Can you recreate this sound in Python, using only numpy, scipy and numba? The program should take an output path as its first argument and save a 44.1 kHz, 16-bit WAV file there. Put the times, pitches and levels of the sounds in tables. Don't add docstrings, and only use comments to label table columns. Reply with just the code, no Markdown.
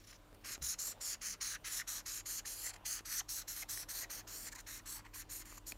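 import sys
import numpy as np
from scipy import signal
from scipy.io import wavfile
from scipy.ndimage import uniform_filter1d, map_coordinates
from numba import njit

SR = 44100
rng = np.random.default_rng(int(sys.argv[2]) if len(sys.argv) > 2 else 0)


def elevation(decibels):
    levels = np.asarray(decibels, float)
    return 10 ** (levels / 20)


def unload_audio(sound):
    columns = np.transpose(np.atleast_2d(sound))
    steps = np.round(np.clip(columns, -1, 1) * 32767)
    wavfile.write(sys.argv[1], SR, steps.astype(np.int16))


N = 254456
TIME = np.arange(N) / SR

# centre_hz, density_db_per_hz
AIR_SPECTRUM = [(32, -39), (55, -3.5), (97, -9.5), (188, -11.5), (613, -16), (740, -26), (1030, -16.5),
                (1340, -19.5), (1820, -26.5), (3360, -24.5), (3610, -26), (4790, -32.5), (6210, -31.5),
                (15600, -34.5)]
# time_s, air_db, hum_db
ROOM_LEVELS = [(0, -68, -2), (1.35, -67, -3.5), (1.448, -67.5, -1.5), (2.7, -69, -0.5), (4.2, -66.5, 0),
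               (5.77, -68, 3.5)]
HUM_LINES_HZ = [32, 41.1, 99.9, 299.8, 329, 999.5]
HUM_LINES_DB = [-69, -64.5, -69.5, -74, -80, -81.5]
# time_s, level_db, centre_hz
HAND_RUB = [(0, -77, 520), (.96, -68, 640), (1.399, -78, 700), (1.75, -68, 700), (2.3, -73.5, 653),
            (2.68, -62, 670), (3.1, -73, 780), (3.85, -71, 683), (4.0, -64.5, 560), (4.38, -67, 540),
            (4.55, -71.5, 805), (5.2, -76.5, 860), (5.77, -68, 550)]
# start_s, peak_db, ring_hz
BUMPS = [
    (0.507, -58, 102),
    (.581, -59, 54.6),
    (.608, -52, 61),
    (.624, -49, 60),
    (.617, -51.5, 140),
    (.655, -56, 66),
    (.675, -58, 70),
]
# start_s, peak_db, thud_db, ring_hz, crack_db
KNOCKS = [(0.329, -54, -57, 1100, -80), (0.508, -50, -58, 1680, -46), (0.579, -47, -52, 700, -65),
          (3.008, -55, -52, 1000, -54), (3.574, -41, -62, 1870, -42), (3.775, -35.5, -72, 1860, -38),
          (5.525, -42, -57, 1150, -55), (5.578, -42.5, -66, 1140, -59), (5.7212, -33, -56, 2460, -39),
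          (5.722, -44, -60, 4370, -45), (5.726, -43.5, -50, 597, -62)]
# start_s, length_s, rms_db, pitch_hz
SQUEAKS = [(1.498, 0.078, -52, 1660), (1.784, 0.044, -44, 1880), (2.444, 0.017, -51.5, 1840),
           (2.634, 0.056, -51, 1920), (3.195, 0.022, -54, 1250), (3.186, 0.028, -50.5, 1980),
           (3.208, 0.0134, -53, 840), (3.2, 0.014, -48, 3100), (3.616, 0.023, -47, 2130),
           (3.621, 0.029, -58.5, 736), (4.008, 0.048, -50.5, 1950), (4.518, 0.023, -53, 1760),
           (4.55, 0.026, -58, 2000), (4.581, .025, -61.5, 2140), (3.891, 0.1, -53.5, 4440),
           (5.133, 0.017, -57, 2450), (4.516, 0.082, -60.5, 950), (4.94, 0.073, -60, 930),
           (5.037, 0.035, -60, 1000), (5.124, 0.047, -61, 1010)]

# start_s, stop_s, early_db, mid_db, late_db (barrel level)
STROKES = [(0.445, 0.557, -53.5, -51.5, -46.5), (0.621, 0.745, -43.5, -41, -42),
           (0.788, 0.927, -40.5, -45.5, -45.5), (1.009, 1.151, -48, -44.5, -46.5),
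           (1.215, 1.347, -49.5, -47, -49), (1.411, 1.563, -43, -45.5, -49.5),
           (1.646, 1.818, -49, -44, -45), (1.876, 2.009, -43, -48.5, -50.5), (2.06, 2.209, -48, -46.5, -50),
           (2.259, 2.401, -46.5, -48, -45), (2.455, 2.712, -48, -55.5, -50), (2.854, 2.999, -45, -43, -53),
           (3.054, 3.206, -53.5, -47, -41), (3.289, 3.425, -45, -45.5, -48),
           (3.479, 3.635, -44, -58, -46.5), (3.69, 3.837, -47.5, -54, -51),
           (3.888, 4.046, -52.5, -52.5, -47.5), (4.1, 4.213, -49.5, -48.5, -54.5),
           (4.273, 4.493, -54.5, -51, -52), (4.668, 4.799, -57, -51.5, -55),
           (4.858, 5.005, -54.5, -48, -59.5), (5.139, 5.226, -56.5, -55.5, -54),
           (5.295, 5.426, -53.5, -52.5, -56), (5.666, 5.726, -53.5, -51, -56)]
# start_s, stop_s, level_db, judder_db, hiss_db
TOUCHES = [(0, .025, -72.5, 0, -6), (0.041, .052, -66.5, -4.5, -7.5), (.073, 0.116, -63.5, -3, -1.5),
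           (0.129, 0.132, -67, 6, -3), (.141, 0.166, -68.5, -2, -7), (0.347, 0.349, -72, 6.5, 8.5),
           (0.413, .421, -77, -3, -4), (2.738, 2.745, -54, 1, -7.5), (2.76, 2.766, -61.5, 10, -7),
           (4.521, 4.532, -52.5, 3, -8), (4.554, 4.562, -52, 1, -7), (4.572, 4.592, -70, 13, -5),
           (4.584, 4.61, -59, 5, -5), (5.05, 5.068, -71, 18, -6), (5.075, 5.094, -80, 11, -6),
           (5.455, 5.581, -62, 10, -3), (5.582, 5.583, -57, 10, -9), (5.744, 5.77, -76, 13, -2)]
# centre_s, half_width_s, change_db
SURGES = [
    (.54, .015, 1),
    (1.305, 0.0091, 5),
    (1.7, 0.015, -10),
    (1.79, 0.017, 0),
    (2.665, 0.031, 10),
    (3.13, .03, -1.5),
    (3.193, 0.016, 5),
    (4.125, .02, 1.5),
    (4.48, .012, 5),
]
# time_s, barrel_hz, fibre_hz, upright_db, pressure_db
GRIP = [(.5, 6500, 11200, -2.5, 3), (.68, 6530, 10800, -4.5, -4), (.86, 6870, 11300, -3, -3),
        (1.08, 6850, 10800, -3.5, -2.5), (1.49, 6360, 10500, -4, 2), (1.72, 6170, 11100, 0, 4.5),
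        (2.12, 6540, 11700, -3, -1), (2.58, 6580, 11400, 1, -2), (2.92, 6600, 11800, -1.5, 3),
        (3.35, 6503, 12100, -0.5, -2), (3.76, 6320, 11500, 3, -1.5), (3.97, 6500, 11700, 4, 0.5),
        (4.16, 6100, 11500, -2, -2), (4.44, 7200, 12900, 1, -4), (4.729, 6800, 11800, -0.5, -0.5),
        (4.93, 7400, 12500, 0, -1), (5.18, 7300, 11800, 3.5, 0.5), (5.6, 6740, 12300, 1, -8.5)]

# centre_hz, width_hz, level_db; the first centre of barrel, paper and fibre follows its own track
BARREL_MODES = [(6600, 1640, -2), (5970, 1060, -6), (7340, 330, -3)]
NIB_MODES = [(1800, 1050, 0), (1304, 560, -4), (2770, 1940, -7.5)]
PAPER_MODES = [(4250, 860, -1), (5250, 920, -1.5), (5350, 630, -7), (3420, 810, -5)]
FIBRE_MODES = [(11800, 2600, 1), (8430, 1330, -1), (9630, 1500, -1.5), (13800, 6500, -4.5),
               (10770, 1500, -3.5), (15400, 1700, -7.5)]

MEAN_SLOPE = [1.0, 0.36, 0.63, 0.99]
SWAY_SLOPE = [0.92, 0.24, 0.39, 0.63]
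BASE_DB = [-47.5, -57, -53, -47]
# start_loss_db, end_loss_db
SLOW_LOSS_DB = [(0, 2.5), (-2.5, -4), (0.5, 1), (5, 11.5)]
LEAD_S = [-.003, -0.00031, -0.00068, -0.003]
LAG_S = [-0.0058, 0.000028, -0.0032, -0.0051]

# centre_hz, width_hz, removed_share
HOLLOWS = [(3600, 640, 0.37), (7640, 400, 0.2), (10300, 340, 0.37)]
# delay_ms, share, drift_share
BOUNCES = [(0.6996, 0.1, 0.027), (0.4646, 0.18, 0.073)]
# centre_s, level_db, low_hz, high_hz
SIDE_BURSTS = [
    (2.563, -60, 4700, 8300),
    (3.328, -55, 9700, 14500),
    (3.725, -58, 9000, 9000),
    (5.165, -60, 7000, 14600),
]

USUAL_DB = -48
BARREL_HZ, PAPER_HZ = 6670, 4283
RISE_DB_PER_S, FALL_DB_PER_S, TOUCH_FALL_DB_PER_S = 2600, 1300, 2500


def unit(x):
    return x / np.sqrt(np.mean(x ** 2))


@njit
def svf(x, centre_hz, width_hz):
    y, band_state, low_state = np.empty(len(x)), 0., 0.
    for i in range(len(x)):
        g = np.tan(np.pi * centre_hz[i] / SR)
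        damping = width_hz / centre_hz[i]
        v = (band_state + g * (x[i] - low_state)) / (1 + g * (g + damping))
        band_state = 2 * v - band_state
        low_state = low_state + 2 * g * v
        y[i] = damping * v
    return y


def band(x, centre_hz, width_hz):
    centre_hz = np.clip(centre_hz * np.ones(N), 10, .45 * SR)
    once = svf(x, centre_hz, 1. * width_hz)
    return svf(once, centre_hz, 1. * width_hz)


def walk(rate_hz):
    hold = int(SR / rate_hz)
    steps = np.repeat(rng.standard_normal(N // hold + 1), hold)
    return unit(uniform_filter1d(uniform_filter1d(steps, hold), hold)[:N])


def slips(rate_hz, spread_db):
    released = rng.random(N) < rate_hz / SR
    size = rng.exponential(size=N)
    return released * rng.standard_normal(N) * elevation(spread_db * size)


def room_air(air_db):
    hz, db = np.transpose(AIR_SPECTRUM)
    air, swell = 0, walk(0.2)
    for centre_hz in 45 * 2 ** np.arange(0, 8.5, 1 / 3):
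        level_db = np.interp(np.log(centre_hz), np.log(hz), db) + 0.48 * swell + 2.6 * walk(9.1)
        noise = unit(band(rng.standard_normal(N), centre_hz, centre_hz / 3))
        air = air + elevation(level_db) * np.sqrt(centre_hz) * noise
    low = band(air, 193, 434)
    return air * elevation(air_db - 2.5) / np.sqrt(np.mean(low ** 2))


def appliance_hum():
    hum = 0
    for hz, db in zip(HUM_LINES_HZ, HUM_LINES_DB):
        level = np.sqrt(2) * elevation(db + 0.2 * walk(4))
        cycles = np.cumsum(hz + 0.13 * walk(3.25)) / SR
        hum = hum + level * np.sin(2 * np.pi * cycles)
    return hum


def room_tone():
    s, *levels = np.transpose(ROOM_LEVELS)
    air_db, hum_db = (np.interp(TIME, s, c) for c in levels)
    return room_air(air_db) + appliance_hum() * elevation(hum_db)


def hand():
    s, db, hz = np.transpose(HAND_RUB)
    drag = unit(band(slips(3000, 1.8), np.interp(TIME, s, hz), 740))
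    return elevation(np.interp(TIME, s, db) + 1.64 * walk(12)) * drag


def knocks():
    crack, out = np.zeros(N), np.zeros(N)
    for s, db, thud_db, hz, crack_db in KNOCKS:
        age = np.maximum(TIME - s, 0)
        crack += (TIME >= s) * elevation(crack_db) * np.exp(-age / 0.0013)
        out += elevation(db - 2) * np.sin(2 * np.pi * hz * age) * np.exp(-age / 0.0021)
        out -= (TIME >= s) * elevation(thud_db + 9.5) * np.cos(2 * np.pi * 230 * age) * np.exp(-age / 0.0011)
    for s, db, hz in BUMPS:
        age = np.maximum(TIME - s, 0)
        swell = np.exp(-age / 0.013) * (1 - np.exp(-age / 0.0055))
        out += elevation(db + 9.0) * np.sin(2 * np.pi * hz * age) * swell
    return out + elevation(-3.0) * crack * unit(band(rng.standard_normal(N), 7700, 23000))


def squeaks():
    out, force = np.zeros(N), slips(1500, 2.0)
    for s, length_s, db, hz in SQUEAKS:
        part = (TIME - s) / length_s
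        swell = np.clip(part, 0, 1) ** 0.47 * np.clip((1 - part) * 6, 0, 1)
        tone = band(force, hz, .22 * hz)
        out += elevation(db) * swell * tone / np.sqrt(np.mean(tone[swell > 0] ** 2))
    return out


def ring(grain, rate_hz, spread_db, modes, lead_hz, shift, wander_db):
    total = 0
    for k, (hz, width_hz, db) in enumerate(modes):
        centre_hz = lead_hz if k == 0 else hz * shift
        level = elevation(db + wander_db * walk(14))
        force = grain * slips(rate_hz, spread_db)
        total = total + level * band(force, centre_hz * (1 + 0.041 * walk(9)), width_hz)
    return unit(total)


def stroke_levels(upright_db, pressure_db):
    surge_db = sum(db * np.exp(-((TIME - s) / half_s) ** 2) for s, half_s, db in SURGES)
    rows = [(*row, 0, 0, FALL_DB_PER_S, True) for row in STROKES]
    for start, stop, db, judder_db, hiss_db in TOUCHES:
        rows.append((start, stop, db, db, db, judder_db, hiss_db, TOUCH_FALL_DB_PER_S, False))
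    gains = np.zeros((4, N))
    for start, stop, early_db, mid_db, late_db, judder_db, hiss_db, fall, full in rows:
        on = slice(max(int((start - .03) * SR), 0), int((stop + .05) * SR))
        t = TIME[on]
        mean_db = (early_db + mid_db + late_db) / 3
        part = np.clip((t - start) / (stop - start), 0, 1)
        sway_db = np.interp(part, [.1, .5, .9], [early_db, mid_db, late_db]) - mean_db + surge_db[on]
        light_db = min(mean_db - USUAL_DB + 7, 0)
        excess_db = mean_db - light_db - USUAL_DB
        slowness = np.abs(2 * part - 1) ** 4.0
        grip_db = [0, pressure_db[on] + judder_db, 0.34 * pressure_db[on], upright_db[on] + hiss_db]
        for k in range(4):
            early_s = np.maximum(start - full * LEAD_S[k] - t, 0)
            late_s = np.maximum(t - stop - full * LAG_S[k], 0)
            edge_db = RISE_DB_PER_S * early_s + fall * late_s
            slow_db = full * np.where(part < .5, *SLOW_LOSS_DB[k]) * slowness
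            hold_db = BASE_DB[k] + light_db + MEAN_SLOPE[k] * excess_db + SWAY_SLOPE[k] * sway_db
            gains[k, on] += elevation(hold_db + grip_db[k] - slow_db - edge_db)
    return gains


def marker():
    s, *tracks = np.transpose(GRIP)
    barrel_hz, fibre_hz, upright_db, pressure_db = (np.interp(TIME, s, c) for c in tracks)
    lean = barrel_hz / BARREL_HZ
    grain = elevation(0.86 * walk(350) + 0.95 * walk(60))
    barrel, nib, paper, fibre = stroke_levels(upright_db, pressure_db)
    paper_hz = PAPER_HZ * lean ** 0.55
    return (barrel * ring(grain, 16000, 1.0, BARREL_MODES, barrel_hz, lean ** 0.46, 1.0)
            + nib * ring(grain, 6000, 0.97, NIB_MODES, NIB_MODES[0][0], 0.98, 1.8)
            + paper * ring(grain, 12000, 0.49, PAPER_MODES, paper_hz, lean ** 0.22, 1.0)
            + fibre * ring(grain, 16000, 0.71, FIBRE_MODES, fibre_hz, lean ** 0.26, 0.74))


def table_top(x):
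    for hz, width_hz, share in HOLLOWS:
        x = x - np.clip(share, 0, 1) * svf(x, hz * np.ones(N), 1. * width_hz)
    out = x
    for delay_ms, share, drift in BOUNCES:
        delay = delay_ms * (1 + drift * walk(4.034)) * SR / 1000
        out = out + share * map_coordinates(x, [TIME * SR - delay], mode="mirror")
    return out


def scene():
    near = table_top(marker()) + squeaks() + knocks() + hand()
    age = TIME[:SR // 4]
    decay = np.exp(-np.log(1000) * age / 0.13)
    tail = rng.standard_normal(len(age)) * decay * (age > .004)
    wet = signal.fftconvolve(near, tail / np.sqrt(np.sum(tail ** 2)))[:N]
    mono = near + elevation(-20) * wet + room_tone()
    return np.array([mono, mono])


def band_limit(x):
    return signal.sosfilt(signal.butter(12, 15770, fs=SR, output="sos"), x)


def record(dry):
    side = 0
    for s, db, low_hz, high_hz in SIDE_BURSTS:
        swell = np.cos(np.pi / 2 * np.clip((TIME - s) * SR / 1024, -1, 1))
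        noise = sum(band(rng.standard_normal(N), hz, 0.068 * hz) for hz in (low_hz, high_hz))
        side = side + elevation(db) * swell * unit(noise)
    top_cut = signal.ellip(10, .2, 90, 15780, fs=SR, output="sos")
    mix = signal.sosfilt(top_cut, dry + np.array([side, -side]))
    return band_limit(mix)


dry = scene()
out = record(dry)
unload_audio(out)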